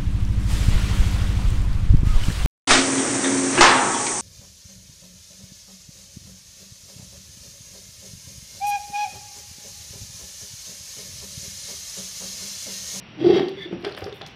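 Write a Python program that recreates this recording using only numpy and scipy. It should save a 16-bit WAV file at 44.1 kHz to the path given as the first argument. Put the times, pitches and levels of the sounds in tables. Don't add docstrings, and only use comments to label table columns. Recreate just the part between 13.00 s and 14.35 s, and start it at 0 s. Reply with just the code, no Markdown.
import sys
import numpy as np
from scipy import signal
from scipy.fft import rfft, irfft
from scipy.io import wavfile
from scipy.ndimage import uniform_filter1d

SR = 44100
rng = np.random.default_rng(int(sys.argv[2]) if len(sys.argv) > 2 else 0)


def pcm_store(signal):
    levels = np.round(np.clip(np.atleast_2d(signal), -1, 1) * 32767)
    wavfile.write(sys.argv[1], SR, levels.astype(np.int16).T)


N = 59535


def undb(db):
    return 10 ** (np.asarray(db) / 20)


def unit(x):
    return x / np.sqrt(np.mean(x ** 2) + 1e-18)


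def clock():
    return np.arange(N) / SR


def level_curve(rows):
    times_s, db = np.array(rows).T
    t = clock()
    outside_s = np.maximum(times_s[0] - t, 0) + np.maximum(t - times_s[-1], 0)
    return undb(np.interp(t, times_s, db) - 980 * outside_s)


def strike(start_s, attack_s, t60_s):
    age_s = np.maximum(clock() - start_s, 0)
    rise = np.minimum(age_s / attack_s, 1)
    return rise * np.exp(-np.log(1000) * np.maximum(age_s - attack_s, 0) / t60_s)


def band(x, hz, width_hz):
    return signal.lfilter(*signal.iirpeak(hz, hz / width_hz, fs=SR), x)


def steep_band(x, hz, width_hz):
    return band(band(x, hz, width_hz), hz, width_hz)


def ring(x, modes):
    return sum(undb(db) * band(x, hz, width_hz) for hz, width_hz, db in modes)


def colour(x, points):
    hz, db = np.array(points).T
    size = 2 * N
    bins_hz = np.maximum(np.arange(N + 1) * SR / size, 1)
    gain = undb(np.interp(np.log(bins_hz), np.log(hz), db))
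    cepstrum = irfft(np.log(gain))
    cepstrum[1:N] *= 2
    cepstrum[N + 1:] = 0
    return irfft(np.exp(rfft(cepstrum)) * rfft(x, size))[:N]


def convolve_tail(x, tail):
    return signal.fftconvolve(x, tail / np.sqrt(np.sum(tail ** 2)))[:N]


def noise():
    return rng.standard_normal(N)


def walk(rate_hz):
    span = int(SR / rate_hz)
    return unit(uniform_filter1d(uniform_filter1d(noise(), span), span))


def grains(per_s, spread_db):
    size = undb(spread_db * np.clip(noise(), -2, 2))
    return unit((rng.random(N) < per_s / SR) * size * np.sign(noise()))


# (frequency [Hz], gain [dB])
ROOM_COLOUR = [(25, -13.5), (59, -7), (150, -1), (420, -13.5), (1500, -18.5), (2900, -13.5), (4000, -24.5),
               (5200, -31), (5750, -23), (6200, -53), (15500, -64)]


def room_hush(level_db=-44.5):
    return undb(level_db) * unit(colour(noise(), ROOM_COLOUR))


# (time [s], length [s], level [dB], pitch [Hz])
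LURCHES = [(0.171, 0.069, -34, 325.3), (0.209, 0.012, -19, 363), (0.242, 0.036, -9.5, 372.4),
           (0.283, 0.014, -14.5, 387.6), (0.2965, 0.0083, -2, 361.2), (0.31, 0.0027, -9.5, 391),
           (0.326, 0.0358, -16, 346.5), (0.361, 0.021, -13, 384), (0.4, 0.022, -15, 378.5),
           (0.428, 0.02, -19, 359)]


def tray_judder(attack_s=0.0049, t60_s=0.054, pitch_wander=0.045, overtone_db=-23):
    t, out = clock(), np.zeros(N)
    drift_s = np.cumsum(pitch_wander * walk(87)) / SR
    for start_s, length_s, db, hz in LURCHES:
        rise = np.clip((t - start_s) / attack_s, 0, 1)
        fall = np.exp(-np.log(1000) * np.maximum(t - start_s - length_s, 0) / t60_s)
        phase = 2 * np.pi * hz * (t - start_s + drift_s - np.interp(start_s, t, drift_s))
        out += undb(db) * rise * fall * (np.sin(phase) + undb(overtone_db) * np.sin(2 * phase))
    return out


# (frequency [Hz], width [Hz], gain [dB])
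TRAY_MODES = [(133.6, 36, 0.5), (182, 75, 1), (218, 31, -7.5), (310.7, 54, 12), (377, 56, 12),
              (483, 46, 6.5), (617, 42, -3), (776, 45, -2), (1108, 74, -12.5), (1469, 16, -3.5),
              (1854, 46, -8), (2094, 30, -5.5), (2708, 47, -5.5), (2970, 14, -11), (3267, 120, -3),
              (3830, 250, -9.5), (4540, 147, -2.5), (4940, 91, -7.5), (5650, 45, -5)]
# (frequency [Hz], gain [dB])
RASP_COLOUR = [(200, -10.5), (680, 0.5), (950, -3), (2000, -1), (3600, -3.5), (4200, -11.5), (4900, -12.5),
               (5900, -16.5), (6500, -28.5), (14000, -36.5)]
# (time [s], level [dB])
RASP_LEVELS = [(.19, -49), (.245, -36.5), (.30, -33), (.345, -29), (.39, -29), (.43, -41), (.47, -44),
               (.55, -61)]


def grit_rasp(grit_db=-7.5):
    grit = colour(grains(per_s=3000, spread_db=3.5) * undb(2.4 * walk(220)), RASP_COLOUR)
    metal = unit(ring(grit, TRAY_MODES[5:]))
    return (undb(grit_db) * unit(grit) + metal) * level_curve(RASP_LEVELS)


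# (time [s], level [dB])
SLIP_LEVELS = [(.198, -33.5), (.215, -27), (.27, -22), (.345, -24), (.39, -25), (.44, -35.5), (.49, -39),
               (.60, -53), (.745, -41), (.80, -39.5)]


def foot_slip(start_hz=112.1, rise_hz_per_s=420, top_hz=174.4, jitter=.36):
    mean_hz = np.minimum(start_hz + rise_hz_per_s * np.maximum(clock() - .21, 0), top_hz)
    rate_hz = mean_hz * (1 + jitter * walk(142.3))
    slip_count = np.floor(np.cumsum(rate_hz) / SR)
    pulses = np.diff(slip_count, prepend=0) * undb(3 * walk(240))
    force = colour(pulses, [(300, 7.5), (400, -10.5), (800, -10.5), (6000, -50)])
    return unit(ring(force, TRAY_MODES)) * level_curve(SLIP_LEVELS)


# (time [s], level [dB], t60 [s])
PEELS = [(0.425, -66, 0.17), (0.489, -59.5, 0.06), (.80, -70, 0.2), (.865, -66, 0.25), (0.967, -55, 0.29),
         (1.03, -67, 0.35), (1.141, -61, 0.32), (1.264, -61.5, 0.17)]


def peel_ticks(per_s=800, low_hz=5000, high_hz=14500, cycles=4.2, spread_db=21):
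    age_s = np.arange(400) / SR
    ticks = np.zeros(N + len(age_s))
    for when, depth, size in rng.random((int(per_s * N / SR), 3)):
        start = int(when * N)
        hz = high_hz - (high_hz - low_hz) * depth * (1 + depth) / 2
        life = age_s * hz / cycles
        envelope = undb(spread_db * size ** 2) * hz * life * np.exp(-2 * life)
        phase = 2 * np.pi * hz * age_s + np.cumsum(rng.standard_normal(len(age_s))) / 2
        ticks[start:start + len(age_s)] += envelope * np.sin(phase)
    runs = sum(undb(db) * strike(start_s, 0.00093, t60_s) for start_s, db, t60_s in PEELS)
    return runs * unit(ticks[:N])


# (time [s], level [dB], pitch [Hz])
POPS = [(0.4836, -30.5, 3700), (0.8242, -44, 3950), (0.8492, -26, 3580), (0.894, -41, 4930),
        (0.923, -36.5, 4260), (0.949, -35.5, 3580), (1.007, -39, 4000), (1.0416, -30, 4710),
        (1.0946, -46, 4800), (1.126, -35, 3570), (1.2168, -31.5, 3440), (1.2636, -30, 4500),
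        (1.2727, -41, 5900)]


def pocket_pops(width_hz=1280, t60_s=0.012, snap_db=-14):
    out = np.zeros(N)
    snap = unit(colour(noise(), [(500, 6.5), (4800, 8), (7000, -37), (16000, -28)]))
    for start_s, db, hz in POPS:
        cavity = unit(steep_band(noise(), hz, width_hz)) * strike(start_s, 0.00056, t60_s)
        out += undb(db) * (cavity + undb(snap_db) * snap * strike(start_s, 0.002, 0.031))
    return out


def rim_ring(drive, hz=3440, width_hz=230, t60_s=.28, level_db=-20):
    tail = steep_band(noise(), hz, width_hz) * strike(0, 0.0026, t60_s)
    return undb(level_db) * convolve_tail(drive, tail)


# (time [s], level [dB])
SLIDE_LEVELS = [(.50, -67), (.57, -47), (.625, -37), (.66, -46), (.71, -91)]
# (frequency [Hz], width [Hz], gain per pass [dB])
SLIDE_BANDS = [(1778, 49, -5), (2057, 195, -2.5), (3410, 290, -2.5), (4530, 140, -10)]


def finger_slide(air_db=-29.5):
    rub = grains(per_s=4600, spread_db=3.5)
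    metal = unit(ring(ring(rub, SLIDE_BANDS), SLIDE_BANDS))
    air = unit(steep_band(rub, hz=9100, width_hz=6600))
    return (metal + undb(air_db) * air) * level_curve(SLIDE_LEVELS)


# (time [s], level [dB], pitch [Hz], t60 [s])
BUMPS = [(.519, -27.5, 374, 0.11), (.572, -30.5, 387.3, 0.2), (.656, -25.5, 364, 0.073),
         (0.709, -26.5, 363, 0.082), (0.726, -22, 337, 0.12), (0.724, -25, 183.6, 0.13),
         (0.755, -34, 344.7, 0.47), (0.833, -28, 363, 0.034), (0.864, -19.5, 395.5, 0.051),
         (1.021, -22, 439, 0.022), (1.024, -29.5, 91, 0.15), (1.06, -24.5, 396, 0.052),
         (1.076, -27, 461.7, 0.11), (1.025, -35.5, 787, 0.24), (1.123, -31, 423, 0.032),
         (1.219, -37.5, 786, 0.13)]


def tray_bumps(attack_s=0.0038, body_db=-13):
    t, tone, contact = clock(), np.zeros(N), np.zeros(N)
    for start_s, db, hz, t60_s in BUMPS:
        tone += undb(db) * strike(start_s, attack_s, t60_s) * np.sin(2 * np.pi * hz * (t - start_s))
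        contact += undb(db) * strike(start_s, attack_s, t60_s=0.047)
    body = unit(ring(band(noise(), hz=385, width_hz=700), TRAY_MODES))
    return tone + undb(body_db) * body * contact


# (frequency [Hz], gain [dB])
WET_COLOUR = [(150, 1.5), (400, 19.5), (1000, 5), (1600, 6.5), (2500, 0.5), (3400, 4), (4200, -18),
              (4800, 0.5), (5800, -11), (6500, -43), (9500, -17.5), (15500, -40)]
# (time [s], level [dB], t60 [s], band centre [Hz])
SQUELCHES = [(0.722, -37.5, 0.13, 750), (0.8452, -23, 0.059, 2180), (.864, -35, 0.22, 1970),
             (0.973, -32.5, 0.088, 1950), (1.018, -31.5, 0.057, 790), (1.065, -34, 0.069, 805),
             (1.2103, -33.5, 0.041, 1520), (1.264, -63, 0.037, 3400)]


def clump_squelches(attack_s=0.0026):
    out = np.zeros(N)
    for start_s, db, t60_s, hz in SQUELCHES:
        wet = colour(grains(per_s=2800, spread_db=2.5), WET_COLOUR)
        out += undb(db) * unit(band(wet, hz, width_hz=2.75 * hz)) * strike(start_s, attack_s, t60_s)
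    return out


# (time [s], level [dB])
CRUMBLE_LEVELS = [(.81, -41), (.88, -43), (.95, -48.5), (1.04, -51), (1.11, -84), (1.28, -53), (1.33, -67)]


def crumb_rustle():
    crumbs = unit(colour(grains(per_s=370, spread_db=13), WET_COLOUR))
    return crumbs * level_curve(CRUMBLE_LEVELS)


def scene(echo_t60_s=0.32, echo_db=-10.5):
    hush = room_hush()
    push = tray_judder() + grit_rasp() + foot_slip()
    wet = pocket_pops() + clump_squelches()
    direct = push + peel_ticks() + wet + rim_ring(wet) + finger_slide() + tray_bumps() + crumb_rustle()
    room_tail = band(noise(), hz=1310, width_hz=3800) * strike(0.004, 0.0093, echo_t60_s)
    return (hush + direct + undb(echo_db) * convolve_tail(direct, room_tail))[None]


def record(dry, low_cut_hz=59, ceiling=.9, high_cut_hz=15700):
    thin = signal.sosfilt(signal.butter(2, low_cut_hz, "high", fs=SR, output="sos"), dry)
    rounded = thin / (1 + (thin / ceiling) ** 12) ** (1 / 12)
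    return signal.sosfilt(signal.ellip(8, .2, 70, high_cut_hz, fs=SR, output="sos"), rounded)


dry = scene()
out = record(dry)
pcm_store(out)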